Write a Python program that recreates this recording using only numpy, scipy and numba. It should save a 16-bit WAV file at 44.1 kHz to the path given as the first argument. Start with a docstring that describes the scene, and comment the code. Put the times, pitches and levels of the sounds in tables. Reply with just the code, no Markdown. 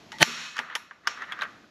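"""In a garage, a spring-loaded centre punch is pressed against an aluminium frame, close to the microphone.
The tip taps and bites, the spring snaps and the frame rings; then the tip slips, scrapes and taps again.
Blows are short noise bursts and dying tones, slides are grainy noise, and a panel hums low.
Faint outdoor noise lies behind. The recorder clips on the snap, ducks, and recovers as the ring dies."""
import sys
import numpy as np
from scipy import signal
from scipy.fft import rfft, irfft
from scipy.io import wavfile
from scipy.ndimage import uniform_filter1d
from numba import njit

SR = 44100
rng = np.random.default_rng(int(sys.argv[2]) if len(sys.argv) > 2 else 0)


def master(y):
    """Save y as 16-bit WAV."""
    cut = np.clip(np.atleast_2d(y).T, -1, 1)
    pcm = np.round(cut * 32767)  # scale
    wavfile.write(sys.argv[1], SR, pcm.astype(np.int16))


N = 74970  # length in samples, 1.7 s

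# Levels in dB are relative: other levels and filters may add to them.
# A t60 is the time in which a sound dies away by 60 dB.

# Blows of the punch mechanism; the last is the hammer itself.
# Each row: start in seconds, level in dB, treble in dB.
SNAP_BLOWS = [(0.206, -19, -3), (0.2174, -7.5, -3.5), (0.2264, 4, -10.5), (0.2275, 10.5, 3)]
# The tip biting in as the spring loads. Each row: time in seconds, level in dB.
BITE_LEVEL = [(0.189, -56), (0.2053, -36), (0.208, -32), (0.216, -23.5), (0.217, -17.5), (0.227, -19),
              (0.23, -30.5)]
# The frame flexing as the load peaks. Each row: frequency in Hz, level in dB.
FLEX_TONES = [(160, -13), (328, -22.5), (885, -20.5)]
# Frame resonances under the pressed punch. Each row: frequency in Hz, level in dB, t60 in seconds.
PRESSED_MODES = [(500, -11.5, 0.063), (610, -9, .05), (710, -6, .05), (871, -3, 0.066), (1190, 1.5, .04),
                 (1537, 4, 0.067), (1737, 5, 0.05), (1860, 2, .035), (2440, 0.5, 0.019),
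                 (2907, -1.5, 0.032), (3052, 3.5, .04), (3230, 4.5, 0.033), (3986, -3, .04),
                 (4307, 2, 0.035), (4577, -2, 0.045)]
# Long rings of the frame and spring. Each row: frequency in Hz, level in dB, t60 in seconds.
RING_MODES = [(230.5, -2.5, 0.43), (1201, 3.5, .45), (1390, -4.5, 0.34), (1490, -5, .6), (1730, -4.5, 1),
              (1920, 0.5, .6), (2170, -2, .6), (2545, 2, 1), (2955, -3.5, 0.45), (3240, -5, .7),
              (3520, 0.5, 0.46), (4075, -2, 0.79), (5410, -2, 0.48)]
# The hardest blows, which set the coil spring shimmering.
# Each row: start in seconds, level in dB, top-octave level in dB.
SPRING_BLOWS = [(0.227, 9.5, 0.5), (0.7526, -22, 8.5), (1.0716, -11.5, -21)]
# Clear tones of the coil. Each row: frequency in Hz, level in dB, t60 in seconds.
COIL_MODES = [(5310, -43.5, 0.48), (5520, -37.5, 0.49)]
# Taps of the steel tip on the frame. Each row: start in seconds, level in dB, treble in dB,
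# rattle in dB, ring in dB, favoured tone in Hz, tone level in dB, tone t60 in seconds.
TIP_TAPS = [(0.119, -33, 12.5, 5.5, 10.5, 1966, -1.5, 0.32), (0.127, -39.5, -4, 8, -17, 876, 2.5, 0.17),
            (0.185, -32, 10, -1, 12, 3640, -3, 0.022), (0.567, -22.5, 6, 1, -19, 1280, -22, 0.056),
            (0.5808, -21.5, 1.5, 4, -9, 1560, -25, .02), (0.59, -12.5, 0, 2, -4.5, 1190, -13, 0.069),
            (0.5977, -28.5, -18, -17, 22.5, 901, 1, 0.05), (0.6994, -27.5, -13.5, 2.5, 11, 1740, -8, 0.03),
            (0.7525, -22.5, 15, 5.5, -16, 2834, 0, 0.017), (0.7532, -21.5, 0, 3.5, 7.5, 1817, 8.5, 0.045),
            (0.7597, -23, -7, -3, 3.5, 944, -1.5, 0.05), (0.91, -22.5, -22, -2, 2.5, 1580, -22, 0.018),
            (1.0722, -1.5, -3.5, -5, -2, 1368, -18, 0.021), (1.0756, -20, 0.5, -3, -20, 5340, 8, 0.022),
            (1.2210, -23, -4, -1, -7, 1335, -9.5, 0.097), (1.2408, -26.5, -17.5, 5, -1, 1570, -31, .05),
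            (1.3218, -20, -5.5, 5, -6.5, 3350, 0.5, 0.057), (1.3901, -21, -10, -4.5, 10, 1440, -8.5, 0.049),
            (1.4110, -28, -4.5, 8, 7.5, 3740, 7, 0.019), (1.4190, -17, -4.5, 4, -15, 4020, 2, 0.027),
            (1.4216, -14.5, -28, -2.5, 1, 1567, -3.5, 0.052), (1.4235, -28, -25, 4, -2, 652, -5.5, 0.076),
            (1.4320, -23, -4.5, 6.5, -4, 1355, -1.5, 0.098), (1.642, -37, -47, -13, -11, 1524, -34, 0.032)]
# Brief resonances at the point of a tap. Each row: frequency in Hz, level in dB, t60 in seconds.
CONTACT_MODES = [(924, -27.5, 0.031), (1172, -13.5, 0.022), (1494, -2, .012), (1880, -4.5, 0.0084),
                 (2400, -42, 0.0061), (3000, -23, 0.0083), (3630, -19, 0.018), (4658, -13, 0.021),
                 (5380, -15.5, 0.02), (6430, -14, 0.012)]
# The tip sliding on the frame. Each row: middle in seconds, half length in seconds, level in dB.
TIP_SLIDES = [(0.58, 0.021, -40), (0.647, 0.019, -46.5), (0.721, 0.025, -39.5), (1.088, 0.026, -45),
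              (1.18, 0.012, -44), (1.223, 0.016, -37), (1.307, 0.026, -44), (1.357, 0.033, -44.5),
              (1.415, 0.019, -42), (1.452, 0.009, -38)]
# Low tones of the wide panel. Each row: frequency in Hz, level in dB, t60 in seconds.
PANEL_MODES = [(162, -48.5, 0.46), (237.7, -39.5, 0.29), (275.7, -55, .2)]
# Jolts that set the panel humming. Each row: start in seconds, level in dB.
JOLTS = [(.268, 12), (.585, -6)]
# Level of the background noise. Each row: time in seconds, level in dB.
AIR_LEVEL = [(0, -52), (0.148, -53), (.5, -63), (0.982, -64), (1.2, -55.5), (1.52, -54.5), (1.7, -59.5)]

# Tone colours: how loud each pitch region is. Each row: frequency in Hz, gain in dB.
# Crunch of the bite
BITE_SHAPE = [(50, -31), (110, 0), (170, -0.5), (400, -10.5), (600, 4.5), (1100, -25.5), (1700, -2),
              (2400, -14.5), (3200, -4), (4400, -6), (5600, -19), (8800, -20.5), (10700, -18),
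              (15000, -32.5)]
# Crack of a snap
CRACK_SHAPE = [(60, -47), (200, -14.5), (700, -3), (1600, 9), (4400, -1), (6500, -0.5), (8000, -20),
               (11000, -20), (16000, -29)]
# Wash of the frame's long ring
RING_SHAPE = [(60, -14.5), (170, -6.5), (400, -12), (750, -10), (1200, 3.5), (1800, 2.5), (3300, 1),
              (4400, -0.5), (4950, -12.5), (5450, -2), (6000, -6), (7000, -7.5), (8900, -29.5),
              (11000, -22.5), (13500, -39.5), (15000, -77)]
# Shimmer of the coil spring
SPRING_SHAPE = [(2500, -32), (4900, -9.5), (5500, 0), (6400, -4.5), (7300, -9.5), (8900, -28.5),
                (11100, -13.5), (13000, -24.5), (15000, -51)]
# Rattle of the punch's loose parts
RATTLE_SHAPE = [(100, -30), (500, -26.5), (850, -6.5), (1000, -3.5), (1600, 7.5), (2400, 3), (3400, 3.5),
                (4500, -13.5), (6800, -9.5), (8800, -28), (11000, -19), (15000, -51)]
# All taps together
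TAP_SHAPE = [(60, -22), (500, 3.5), (1500, -2.5), (7000, -8.5), (8900, -7.5), (11000, -5.5), (13000, -4),
             (15000, -25.5)]
# Sliding tip
SCRAPE_SHAPE = [(100, -32.5), (500, -13), (800, -11.5), (1150, 0.5), (1500, 4), (1900, 2.5), (2500, -12.5),
                (3800, -15.5), (7000, -54), (12000, -51), (14500, -89)]
# Rumble of the panel
PANEL_SHAPE = [(60, -26), (150, -8), (260, -2), (520, -0.5), (900, -32)]
# Background noise
AIR_SHAPE = [(18, -53), (30, -20), (247, -3), (524, -13), (680, -8), (859, -14.5), (1480, -17), (4090, -20),
             (6700, -26.5), (9150, -47), (11600, -35.5), (15000, -66)]
# Difference between the left and right sides
WIDTH_SHAPE = [(100, -24), (1200, -36), (4000, -21.5), (8000, -11.5), (11000, 17), (15000, 27)]

# Bite: ring level, unevenness of its grains, then spread and averaging time of the small slips
BITE_RING_DB, BITE_GRAIN, SLIP_DB, SLIP_S = -1, 0.21, 3, 0.0012
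FLEX_S, FLEX_HALF_S = 0.225, 0.0095  # middle and half length of the flexing
CRACK_DB, CRACK_T60_S, PRESSED_DB = 8, 0.013, -22
THUD_HZ, THUD_DB, THUD_T60_S = 168, -10, 0.028
SNAP_RING_DB = 12.5
RECOIL_DB, RECOIL_HALF_S = -31, 0.0014  # the deep push of the hammer's recoil
LOW_CUT_HZ = 193
WASH_DB, WASH_T60_S, WASH_TREBLE_T60_S, RINGS_DB = 4, 0.58, 0.62, -46
SPRING_T60_S = 0.25
RATTLE_DB, RATTLE_T60_S = 13.5, 0.05
TONE_Q = 9.4  # sharpness of each filter that makes a tap's cluster of tones
SCRAPE_GRAIN = 0.67
PANEL_RUMBLE_DB, PANEL_T60_S, PANEL_SWELL_S = -11.5, 0.19, 0.0092
WIDTH_DB, SIDE_LAG_S = -29, 0.002
# Limiter: threshold in dB below full scale, time constant of the duck, speed of the recovery
LIMIT_DB, DUCK_S, RECOVER_DB_PER_S = -8, 0.0044, 82
TOP_HZ = 15500


def undb(db):
    """Turn decibels into gain."""
    return 10 ** (np.asarray(db) / 20)


def clock():
    """Time of each sample in seconds."""
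    return np.arange(N) / SR


def fade(t60):
    """Die away smoothly, by 60 dB in t60 seconds."""
    return np.exp(-np.log(1000) * clock() / t60)


def bump(middle, half):
    """Swell and sink in a smooth bell shape."""
    return np.exp(-0.5 * ((clock() - middle) / half) ** 2)


def unit(x):
    """Scale to an energy of one."""
    return x / np.sqrt(np.sum(x ** 2))


def steady(x):
    """Scale to an average strength (standard deviation) of one."""
    return x / np.std(x)


def delay(x, at):
    """Start a sound at the given time."""
    return np.concatenate([np.zeros(int(at * SR)), x])[:N]


def through(x, response):
    """Pass a sound through something that rings with the given response."""
    return signal.fftconvolve(x, response)[:N]


def colour(x, points):
    """Filter to the given shape, with no sound ahead of its cause."""
    hz, db = np.array(points, float).T
    size = 2048
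    freqs = np.maximum(np.fft.rfftfreq(size, 1 / SR), 1)
    gain = undb(np.interp(np.log(freqs), np.log(hz), db))
    # Folding the cepstrum (the spectrum of the log gain) puts the filter's energy as early as possible.
    cepstrum = irfft(np.log(gain))
    cepstrum[1:size // 2] *= 2
    cepstrum[size // 2 + 1:] = 0
    return through(x, irfft(np.exp(rfft(cepstrum))))


def noise(points, grain=0):
    """Coloured noise; grain makes it a crowd of uneven tiny clicks."""
    hiss = rng.standard_normal(N)
    unevenness = np.exp(grain * rng.standard_normal(N))
    return steady(colour(hiss * unevenness, points))


def burst(points, t60):
    """A dying burst of noise, like a cloud of dense resonances."""
    return unit(colour(rng.standard_normal(N) * fade(t60), points))


def modes(table):
    """Dying sine tones, each starting in the opposite direction to the one before."""
    total = 0
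    for k, (hz, db, t60) in enumerate(table):
        total = total + (-1) ** k * undb(db) * np.sin(2 * np.pi * hz * clock()) * fade(t60)
    return total


def strike(response, at, db, treble_db, soft_hz=1700, hard_hz=5500):
    """One blow; a harder contact lifts the treble."""
    return delay(undb(db) * colour(response, [(soft_hz, 0), (hard_hz, treble_db)]), at)


def bite():
    """The tip crunches into the metal in many small slips while the pressed frame resonates."""
    crunch = noise(BITE_SHAPE, BITE_GRAIN)
    frame = steady(through(rng.standard_normal(N), modes(PRESSED_MODES)))
    crunch = crunch + undb(BITE_RING_DB) * frame
    wander = steady(uniform_filter1d(rng.standard_normal(N), max(int(SLIP_S * SR), 1)))
    slips = undb(SLIP_DB * wander)
    crunch = crunch * slips / np.sqrt(np.mean(slips ** 2))
    times, levels = np.array(BITE_LEVEL).T
    return crunch * undb(np.interp(clock(), times, levels, left=-np.inf, right=-np.inf))


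def flexing():
    """The frame bends as the load peaks, heard as a short swell of tones."""
    tones = sum(undb(db) * np.sin(2 * np.pi * hz * clock()) for hz, db in FLEX_TONES)
    return tones * bump(FLEX_S, FLEX_HALF_S)


def punch(ring):
    """The tip bites into the flexing metal; the released hammer thuds and sets the frame ringing."""
    out = bite() + flexing()
    for at, db, treble_db in SNAP_BLOWS:
        crack = undb(CRACK_DB) * burst(CRACK_SHAPE, CRACK_T60_S)
        crack = crack + undb(PRESSED_DB) * modes(PRESSED_MODES)
        out = out + strike(crack, at, db, treble_db)
    hammer_s, hammer_db, _ = SNAP_BLOWS[-1]
    thud = modes([(THUD_HZ, hammer_db + THUD_DB, THUD_T60_S)])
    out = out + delay(thud + undb(SNAP_RING_DB) * ring, hammer_s)
    low_cut = signal.butter(3, LOW_CUT_HZ, "high", fs=SR, output="sos")
    # The recoil skips the low cut, so its deep push survives.
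    recoil = undb(RECOIL_DB) * bump(hammer_s, RECOIL_HALF_S)
    return recoil + signal.sosfilt(low_cut, out)


def frame_ring(split_hz=3500):
    """The long ring of frame and garage: a dense wash of noise with a few clear tones."""
    wash = rng.standard_normal(N)
    low_pass = signal.butter(2, split_hz, fs=SR, output="sos")
    low = signal.sosfiltfilt(low_pass, wash)
    treble = wash - low
    wash = colour(low * fade(WASH_T60_S) + treble * fade(WASH_TREBLE_T60_S), RING_SHAPE)
    return undb(WASH_DB) * unit(wash) + undb(RINGS_DB) * modes(RING_MODES)


def spring():
    """Hard blows shake the coil spring: dense high tones shimmer and two sing out."""
    out = 0
    for at, db, top_db in SPRING_BLOWS:
        shimmer = burst(SPRING_SHAPE, SPRING_T60_S) + modes(COIL_MODES)
        out = out + strike(shimmer, at, db, top_db, soft_hz=7060, hard_hz=10500)
    return out


def tone_cluster(hz):
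    """Close tones around one pitch, made by narrowing noise twice."""
    b, a = signal.iirpeak(hz, TONE_Q, fs=SR)
    narrow = signal.lfilter(b, a, rng.standard_normal(2 * N))
    narrow = signal.lfilter(b, a, narrow)
    return steady(narrow[N:])  # the first half only lets the filters settle


def taps(ring):
    """The tip knocks on the frame; each spot favours some close tones, and loose parts rattle briefly."""
    contact, out = modes(CONTACT_MODES), 0
    for at, db, treble_db, rattle_db, ring_db, tone_hz, tone_db, tone_t60 in TIP_TAPS:
        rattle = undb(RATTLE_DB + rattle_db) * burst(RATTLE_SHAPE, RATTLE_T60_S)
        tone = undb(tone_db) * tone_cluster(tone_hz) * fade(tone_t60) / 2
        knock = contact + rattle + tone + undb(ring_db) * ring
        out = out + strike(knock, at, db, treble_db)
    return colour(out, TAP_SHAPE)


def scrapes(ring, ring_db=-9):
    """The tip sticks and slips in short slides, as grainy noise that also stirs the frame's ring."""
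    pressure = sum(undb(db) * bump(at, half) for at, half, db in TIP_SLIDES)
    slide = noise(SCRAPE_SHAPE, SCRAPE_GRAIN) * pressure
    return slide + undb(ring_db) * np.std(slide) * steady(through(slide, ring))


def panel():
    """The wide panel answers jolts: low tones and a rough rumble swell up, then die away."""
    hum = modes(PANEL_MODES) + undb(PANEL_RUMBLE_DB) * burst(PANEL_SHAPE, PANEL_T60_S)
    hum = hum * (1 - np.exp(-clock() / PANEL_SWELL_S))
    return sum(undb(db) * delay(hum, at) for at, db in JOLTS)


def air():
    """Faint outdoor noise through the open garage door, at a slowly changing level."""
    times, levels = np.array(AIR_LEVEL).T
    return noise(AIR_SHAPE) * undb(np.interp(clock(), times, levels))


def scene():
    """Everything is straight ahead; the sides differ mostly in the highest treble."""
    ring = frame_ring()
    mid = punch(ring) + spring() + panel() + taps(ring) + scrapes(ring) + air()
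    side = undb(WIDTH_DB) * colour(delay(mid, SIDE_LAG_S), WIDTH_SHAPE)
    return np.array([mid + side, mid - side])


@njit
def duck(over, attack, recover):
    """Gain reduction in dB: follows overloads quickly and lets go at a steady rate."""
    out, held, cut = np.zeros(len(over)), 0., 0.
    for i in range(len(over)):
        held = max(over[i], held - recover, 0.)
        cut += (held - cut) * attack
        out[i] = cut
    return out


def record(dry):
    """A limiter turns loud sound down with a short lag; peaks past full scale clip, and the top is cut."""
    peak = np.abs(dry).max(axis=0)
    over = 20 * np.log10(peak + np.finfo(float).eps) - LIMIT_DB
    cut = duck(over, 1 - np.exp(-1 / (DUCK_S * SR)), RECOVER_DB_PER_S / SR)
    loud = np.clip(dry * undb(-cut), -1, 1)
    top_cut = signal.ellip(8, 0.2, 80, TOP_HZ, fs=SR, output="sos")
    return signal.sosfilt(top_cut, loud)


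dry = scene()
out = record(dry)
master(out)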